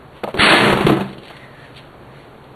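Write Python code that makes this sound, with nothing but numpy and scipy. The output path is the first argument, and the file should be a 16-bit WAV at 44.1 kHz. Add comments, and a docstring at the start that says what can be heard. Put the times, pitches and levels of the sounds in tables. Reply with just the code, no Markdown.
"""A small workshop: a homemade compressed-air gun fires at a wooden board.
The valve clacks open, the shot pops out of the barrel and the tank empties in a turbulent roar
that fades and darkens. The board and loose timber bang and clatter in their modes, chips crackle,
then debris ticks down over a faint hiss and the hum of the room."""
import sys
import numpy as np
from scipy import signal
from scipy.fft import rfft, irfft, next_fast_len
from scipy.io import wavfile
from scipy.ndimage import uniform_filter1d, minimum_filter1d

SR = 44100
rng = np.random.default_rng(int(sys.argv[2]) if len(sys.argv) > 2 else 0)


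def master_out(mix):
    """Clip the mix to full scale and print it as 16-bit PCM to the path in sys.argv[1]."""
    frames = np.transpose(np.atleast_2d(mix))
    ceiling = np.clip(frames, -1, 1)
    pcm = np.round(ceiling * 32767).astype(np.int16)
    wavfile.write(sys.argv[1], SR, pcm)


N = 112454

# room noise: freq_hz, gain_db
ROOM_SPECTRUM = [(20, -5), (45, -8), (67, 2.5), (95, -5.5), (132, 9.5), (170, -2), (300, -1), (600, -2.5),
                 (1200, -8), (2000, -16.5), (4000, -24.5), (6000, -30), (9000, -35), (12500, -38.5)]
# workshop reverberation: freq_hz, t60_s
ROOM_DECAY = [(100, 0.34), (400, 0.41), (1500, 0.46), (4000, 0.1), (12000, .25)]
# lingering hiss: time_s, level_db
HISS_ENVELOPE = [(.9, -83), (1.1, -66), (1.24, -55), (1.3, -45.5), (1.44, -45), (1.5, -53), (1.65, -44.5),
                 (1.73, -52.5), (1.95, -68), (2.2, -46.5), (2.33, -60), (2.55, -74)]
# sinking resonance of the hiss: time_s, pitch_hz, relative_db
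HISS_GLIDE = [(1.2, 2100, -16), (1.32, 2060, -6), (1.44, 1985, 1), (1.52, 1817, 0), (1.681, 1730, -2.5),
              (1.8, 1690, -18)]
# broad part of the hiss: freq_hz, gain_db
HISS_SPECTRUM = [(200, -20), (600, -11), (1800, 6.5), (2800, -1), (4400, -4.5), (7000, -13.5),
                 (9000, -18.5), (10300, -14.5), (12500, -38)]

# dust landing on the bench: time_s, level_db
DUST_ENVELOPE = [(1.0, -45), (1.12, -47), (1.2, -58), (1.25, -43.5), (1.31, -45.5), (1.4, -72), (1.72, -73),
                 (1.755, -47), (1.785, -42), (1.83, -51), (1.92, -67), (2.55, -83)]
# falling bits: start_s, level_db
DEBRIS_TICKS = [(1.128, -36), (1.181, -37), (1.233, -39), (1.28, -34.5), (1.366, -34), (1.425, -61),
                (1.6, -46), (1.764, -36.5), (1.773, -36), (1.786, -41), (2.441, -46.5)]
# bits and dust: freq_hz, gain_db
DEBRIS_SPECTRUM = [(300, -16), (1500, -0.5), (3200, 6.5), (4500, 0), (6500, -14), (9000, -10.5),
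                   (12500, -29)]
# splinters and grit in the blast: time_s, level_db
GRIT_ENVELOPE = [(.5, -55), (.62, -27), (.72, -34), (.79, -30), (.85, -58), (.89, -23), (.95, -43),
                 (1.02, -41), (1.1, -62), (1.2, -85)]

# hand on the valve: time_s, level_db
RUSTLE_ENVELOPE = [(.1, -70), (.18, -43.5), (.225, -59), (.26, -45.5), (.31, -39), (.335, -51), (.4, -70)]
# rubbing: freq_hz, gain_db
RUSTLE_SPECTRUM = [(200, -5), (700, 3), (2500, 6), (4400, -4), (7000, -15), (9000, -12), (12500, -22)]
# valve clacks: start_s, body_db, tick_db, pitch_ratio
VALVE_CLACKS = [(.2345, -20, -53, 1.025), (.2385, -21, -20, 0.94), (.2445, -28.5, -35, 1.05),
                (0.2756, -24.5, -54, 0.91), (.286, -24.5, -46, 1.03), (0.3417, -23, -24, 0.663),
                (.3505, -22, -54, .6), (0.3634, -30, -50, 0.58), (0.3738, -26, -21, 0.635)]
# valve body: pitch_hz, gain_db, t60_s
VALVE_MODES = [(209, -12.5, 0.15), (342, -4, 0.053), (502, 0.5, 0.049), (630, 4, 0.086), (720, -4, 0.016),
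               (852, 0.5, .05), (1334, -12, .045)]
# dull knock and bright crack: freq_hz, gain_db
KNOCK_SPECTRUM = [(30, -12), (120, -13), (350, -4), (700, 3), (1200, -3), (2000, -21), (4000, -23.5),
                  (12000, -33.5)]
CRACK_SPECTRUM = [(200, -10), (900, 7.5), (2000, 3), (3200, 2), (4500, -5.5), (8000, -17), (12500, -21.5)]

# board and bench shaking under the blast: time_s, level_db
SHAKE_ENVELOPE = [(.33, -50), (.35, -31), (.42, -26), (.52, -20), (.59, -21), (.65, -15.5), (.735, -18),
                  (.765, -20.5), (.84, -28), (.9, -15), (.96, -22.5), (1.04, -35.5), (1.18, -41.5),
                  (1.35, -53)]
# board and the hollow box under it: pitch_hz, gain_db, t60_s
BOARD_MODES = [(129.7, -2, 0.21), (152.7, -10.5, 0.15), (194.5, 0.5, 0.24), (222, -5.5, 0.12),
               (290, -6, 0.12), (349.6, -1.5, 0.17), (389.4, -4.5, 0.16), (450, -4.5, 0.1),
               (567.6, -4.5, 0.11), (695, -13, 0.069)]
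BOX_MODES = [(314, -6.5, 0.041), (368.3, 0, 0.081), (430, -10.5, 0.047)]
# timber impacts: start_s, thud_db, box_db, knock_db, crack_db
TIMBER_BANGS = [(.529, -30, -19.5, -9, -55), (.641, -22, -33, -25, -40), (.698, -16, -15.5, -21, -28),
                (.726, -16, -16, -14, -14), (.771, -39, -30, -16, -21.5), (.808, -21.5, -14, -15.5, -20.5),
                (0.8667, -17, -9.5, -17.5, -12), (.881, -26, -17.5, -16, -21), (.897, -14, -9, -10, -21),
                (.920, -17.5, -13.5, -18.5, -22), (.935, -26.5, -28, -28, -29),
                (.968, -27, -26, -20, -32.5), (.999, -25, -21.5, -22, -34), (1.008, -21, -35, -24, -24),
                (1.056, -30, -33, -39, -44), (1.171, -39, -44, -43, -54), (1.3006, -44, -43, -31, -35)]
# board radiation, weak in the deep bass: freq_hz, gain_db
BOARD_RADIATION = [(20, -14), (80, 3), (105, -8), (125, 0), (13000, 0)]

# shot leaving the muzzle, then two bench jolts: centre_s, peak_db, width_s
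AIR_PUSHES = [(0.3959, -9.5, 0.0013), (0.733, -24, 0.0045), (.868, -24, .004)]
# air flow out of the barrel: time_s, level_db
JET_ENVELOPE = [(.34, -56), (.365, -41), (.385, -28), (.396, -15.5), (.4165, -12.5), (.422, -9),
                (.53, -10.5), (.6, -14), (.71, -16), (.76, -24.5), (.85, -24.5), (1.0, -33.5), (1.2, -57.5),
                (1.4, -75)]
# bright early air roar, 5-7.5 kHz filtered out: freq_hz, gain_db
EARLY_ROAR_SPECTRUM = [(30, -17), (100, -19), (220, 2), (500, -0.5), (1000, -0.5), (1900, 0.5),
                       (3000, -2.5), (4500, -7), (5000, -49), (7200, -61), (7700, -17), (10300, -19.5),
                       (11300, -33), (12500, -63)]
# darker late roar: freq_hz, gain_db
LATE_ROAR_SPECTRUM = [(30, -10), (100, -5), (220, 0), (500, 2), (1000, 5), (1900, 0), (3000, -5),
                      (4400, -13), (8000, -19), (10300, -20), (12500, -34)]
# barrel resonances: pitch_hz, width_hz, gain_db
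BARREL_MODES = [(622.4, 37, -25), (1208, 140, -18.5), (1735, 45, -16), (2060, 97, -16.5),
                (2520, 150, -19.5), (2810, 63, -18), (3390, 120, -22)]
# overall tone filter, deep dip at 4.7-7.5 kHz: freq_hz, gain_db
OUTPUT_COLOUR = [(20, -1.5), (4500, 0), (4800, -34), (5300, -18.5), (5800, -14), (7300, -12), (7700, -7),
                 (13000, 2.5)]

T = np.arange(N) / SR


def amp(db):
    return 10 ** (np.asarray(db) / 20)


def unit_rms(x):
    return x / np.sqrt(np.mean(x ** 2) + 1e-20)


def envelope_db(points):
    """Level over time, silent before the first point."""
    return np.interp(T, *np.transpose(points), left=-200)


def at_freq(points, hz):
    """Table lookup on a log-frequency axis."""
    freq_hz, value = np.transpose(points)
    return np.interp(np.log(hz + 1), np.log(freq_hz + 1), value)


def colour(x, spectrum):
    """Zero-phase filter."""
    size = next_fast_len(len(x) + 2048)
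    gain = amp(at_freq(spectrum, np.fft.rfftfreq(size, 1 / SR)))
    return irfft(rfft(x, size) * gain, size)[:len(x)]


def noise(spectrum, size=N):
    """Coloured noise, rms 1."""
    return unit_rms(colour(rng.standard_normal(size), spectrum))


def flutter(cutoff_hz):
    """Low-passed noise, rms 1."""
    lowpass = signal.butter(2, cutoff_hz, fs=SR, output="sos")
    return unit_rms(signal.sosfilt(lowpass, rng.standard_normal(N)))


def resonance(hz, width_hz):
    """Noise band round a steady or moving pitch, rms 1."""
    phase = 2 * np.pi * np.cumsum(hz * np.ones(N)) / SR
    return unit_rms(flutter(width_hz / 2) * np.cos(phase) + flutter(width_hz / 2) * np.sin(phase))


def impulses(rate_per_s, size=N):
    """Spikes of random time and strength."""
    return rng.standard_normal(size) * (rng.random(size) < rate_per_s / SR)


def burst(spectrum, t60_s, rise_s):
    """Dense ring of a hit, as fast-decaying noise."""
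    t = T[:SR // 4]
    return noise(spectrum, len(t)) * (1 - np.exp(-t / rise_s)) * amp(-60 * t / t60_s)


def ring(modes, spread_db, detune):
    """Modes struck at a random spot; rms 1 over the first 10 ms."""
    t = T[:SR // 4]
    out = np.zeros(len(t))
    for hz, db, t60_s in modes:
        level_draw, pitch_draw, sign_draw = rng.standard_normal(3)
        decay = amp(db + spread_db * level_draw - 60 * t / t60_s)
        out += decay * np.sign(sign_draw) * np.sin(2 * np.pi * hz * (1 + detune * pitch_draw) * t)
    return out / np.sqrt(np.mean(out[:SR // 100] ** 2))


def add(mix, start_s, sound):
    part = mix[round(start_s * SR):][:len(sound)]
    part += sound[:len(part)]


def room_hum():
    """Steady low room noise."""
    return amp(-40.5) * noise(ROOM_SPECTRUM)


def reverb(x):
    """Sparse reflections after 4 ms, each band dying at its own rate."""
    taps = impulses(rate_per_s=2500, size=SR) * (T[:SR] > 0.004)
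    hz, t, bands = signal.stft(taps, SR, nperseg=256)
    decay = amp(-60 * t / at_freq(ROOM_DECAY, hz)[:, None])
    tail = signal.istft(bands * decay, SR, nperseg=256)[1]
    return signal.fftconvolve(x, tail / np.linalg.norm(tail))[:N]


def hiss():
    """Faint lingering hiss with a slowly sinking resonance."""
    broad = amp(-1) * noise(HISS_SPECTRUM)
    time_s, pitch_hz, relative_db = np.transpose(HISS_GLIDE)
    tone = amp(np.interp(T, time_s, relative_db)) * resonance(np.interp(T, time_s, pitch_hz), 210)
    return amp(envelope_db(HISS_ENVELOPE)) * (broad + tone)


def debris():
    """Small bits tick onto the bench in a patter of dust."""
    patter = unit_rms(colour(impulses(rate_per_s=1500), DEBRIS_SPECTRUM))
    out = amp(envelope_db(DUST_ENVELOPE)) * patter
    for start_s, level_db in DEBRIS_TICKS:
        add(out, start_s, amp(level_db) * burst(DEBRIS_SPECTRUM, t60_s=0.054, rise_s=0.00091))
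    return out


def grit():
    """Flying chips snap against the timber."""
    strikes = impulses(rate_per_s=260)
    snap = burst(CRACK_SPECTRUM, t60_s=0.0076, rise_s=0.00019)
    return amp(envelope_db(GRIT_ENVELOPE)) * unit_rms(signal.fftconvolve(strikes, snap)[:N])


def rustle():
    """Soft rubbing as the valve is gripped and turned."""
    return amp(envelope_db(RUSTLE_ENVELOPE) + 2 * flutter(cutoff_hz=60)) * noise(RUSTLE_SPECTRUM)


def valve():
    """The valve clacks as it is thrown open, lower as it hits its stop."""
    out = np.zeros(N)
    for start_s, body_db, tick_db, pitch_ratio in VALVE_CLACKS:
        modes = [(hz * pitch_ratio, db, t60_s) for hz, db, t60_s in VALVE_MODES]
        body = ring(modes, spread_db=3.3, detune=0.018)
        knock = amp(-0.5) * burst(KNOCK_SPECTRUM, t60_s=0.06, rise_s=0.00058)
        tick = burst(CRACK_SPECTRUM, t60_s=0.024, rise_s=0.00038)
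        add(out, start_s, amp(body_db) * (body + knock) + amp(tick_db) * tick)
    return out


def board():
    """The board shakes under the blast, clatters against loose timber and gives one dull bump."""
    shake = sum(amp(db) * resonance(hz, width_hz=5.7 / t60_s) for hz, db, t60_s in BOARD_MODES)
    out = amp(envelope_db(SHAKE_ENVELOPE)) * unit_rms(shake)
    for start_s, thud_db, box_db, knock_db, crack_db in TIMBER_BANGS:
        thud = amp(thud_db) * ring(BOARD_MODES, spread_db=1.5, detune=0.015)
        box = amp(box_db) * ring(BOX_MODES, spread_db=4.5, detune=0.044)
        knock = amp(knock_db) * burst(KNOCK_SPECTRUM, t60_s=0.1, rise_s=0.0012)
        crack = amp(crack_db) * burst(CRACK_SPECTRUM, t60_s=0.072, rise_s=0.00036)
        snap_db = -13 + 2 * (crack_db + 13)  # splitting: 2 dB per dB of crack, equal at -13 dB
        snap = amp(snap_db) * burst(CRACK_SPECTRUM, t60_s=0.019, rise_s=0.00014)
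        add(out, start_s, thud + box + knock + crack + snap)
    bump_start_s, bump_length_s, bump_hz = 0.841, 0.024, 170.3
    t = np.arange(0, bump_length_s, 1 / SR)
    bump = np.sin(np.pi * t / bump_length_s) ** 2 * np.sin(2 * np.pi * bump_hz * t)
    add(out, bump_start_s, amp(-4) * bump)
    return colour(out, BOARD_RADIATION)


def air_pushes():
    """One swing of air pressure for the shot and for each bench jolt."""
    out = np.zeros(N)
    for centre_s, peak_db, width_s in AIR_PUSHES:
        offset = (T - centre_s) / width_s
        out -= amp(peak_db) * offset * np.exp((1 - offset ** 2) / 2)
    return out


def muzzle_whistle():
    """The first air past the shot makes a short rising whistle."""
    start_s, length_s, start_hz, rise_hz_per_s = 0.388, 0.026, 1585, 24000
    age_s = np.clip(T - start_s, 0, length_s)
    chirp = resonance(start_hz + rise_hz_per_s * age_s, width_hz=300)
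    upper_band = amp(-5) * resonance(3400, width_hz=300)
    return amp(-15) * np.sin(np.pi * age_s / length_s) * (chirp + upper_band)


def jet():
    """Turbulent air roars through the barrel and darkens as the tank empties."""
    darken_span_s = (0.488, 0.72)
    late = np.interp(T, darken_span_s, [0, 1])
    air = np.sqrt(1 - late) * noise(EARLY_ROAR_SPECTRUM) + np.sqrt(late) * noise(LATE_ROAR_SPECTRUM)
    barrel = sum(amp(db) * resonance(hz, width_hz) for hz, width_hz, db in BARREL_MODES)
    gust_db = 0.74 * flutter(cutoff_hz=99)
    return (air + barrel) * amp(envelope_db(JET_ENVELOPE) + gust_db)


def scene():
    """Gun, board and debris in the workshop, mono."""
    handling = valve() + rustle()
    blast = muzzle_whistle() + jet()
    impacts = board() + grit() + debris()
    echo = reverb(amp(-21.5) * handling + amp(-16) * blast + amp(-12) * impacts)
    return (handling + blast + impacts + air_pushes() + echo + hiss() + room_hum())[None]


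def record(dry):
    """Overall tone filter, fast peak limiter, low-pass."""
    ceiling, cutoff_hz = 0.85, 12850
    out = colour(dry[0], OUTPUT_COLOUR)
    held_gain = minimum_filter1d(ceiling / np.maximum(abs(out), ceiling), size=65)
    smooth_gain = uniform_filter1d(uniform_filter1d(held_gain, size=33), size=33)
    lowpass = signal.firwin(511, cutoff_hz, window=("kaiser", 9), fs=SR)
    return signal.oaconvolve(out * smooth_gain, lowpass, "same")[None]


dry = scene()
out = record(dry)
master_out(out)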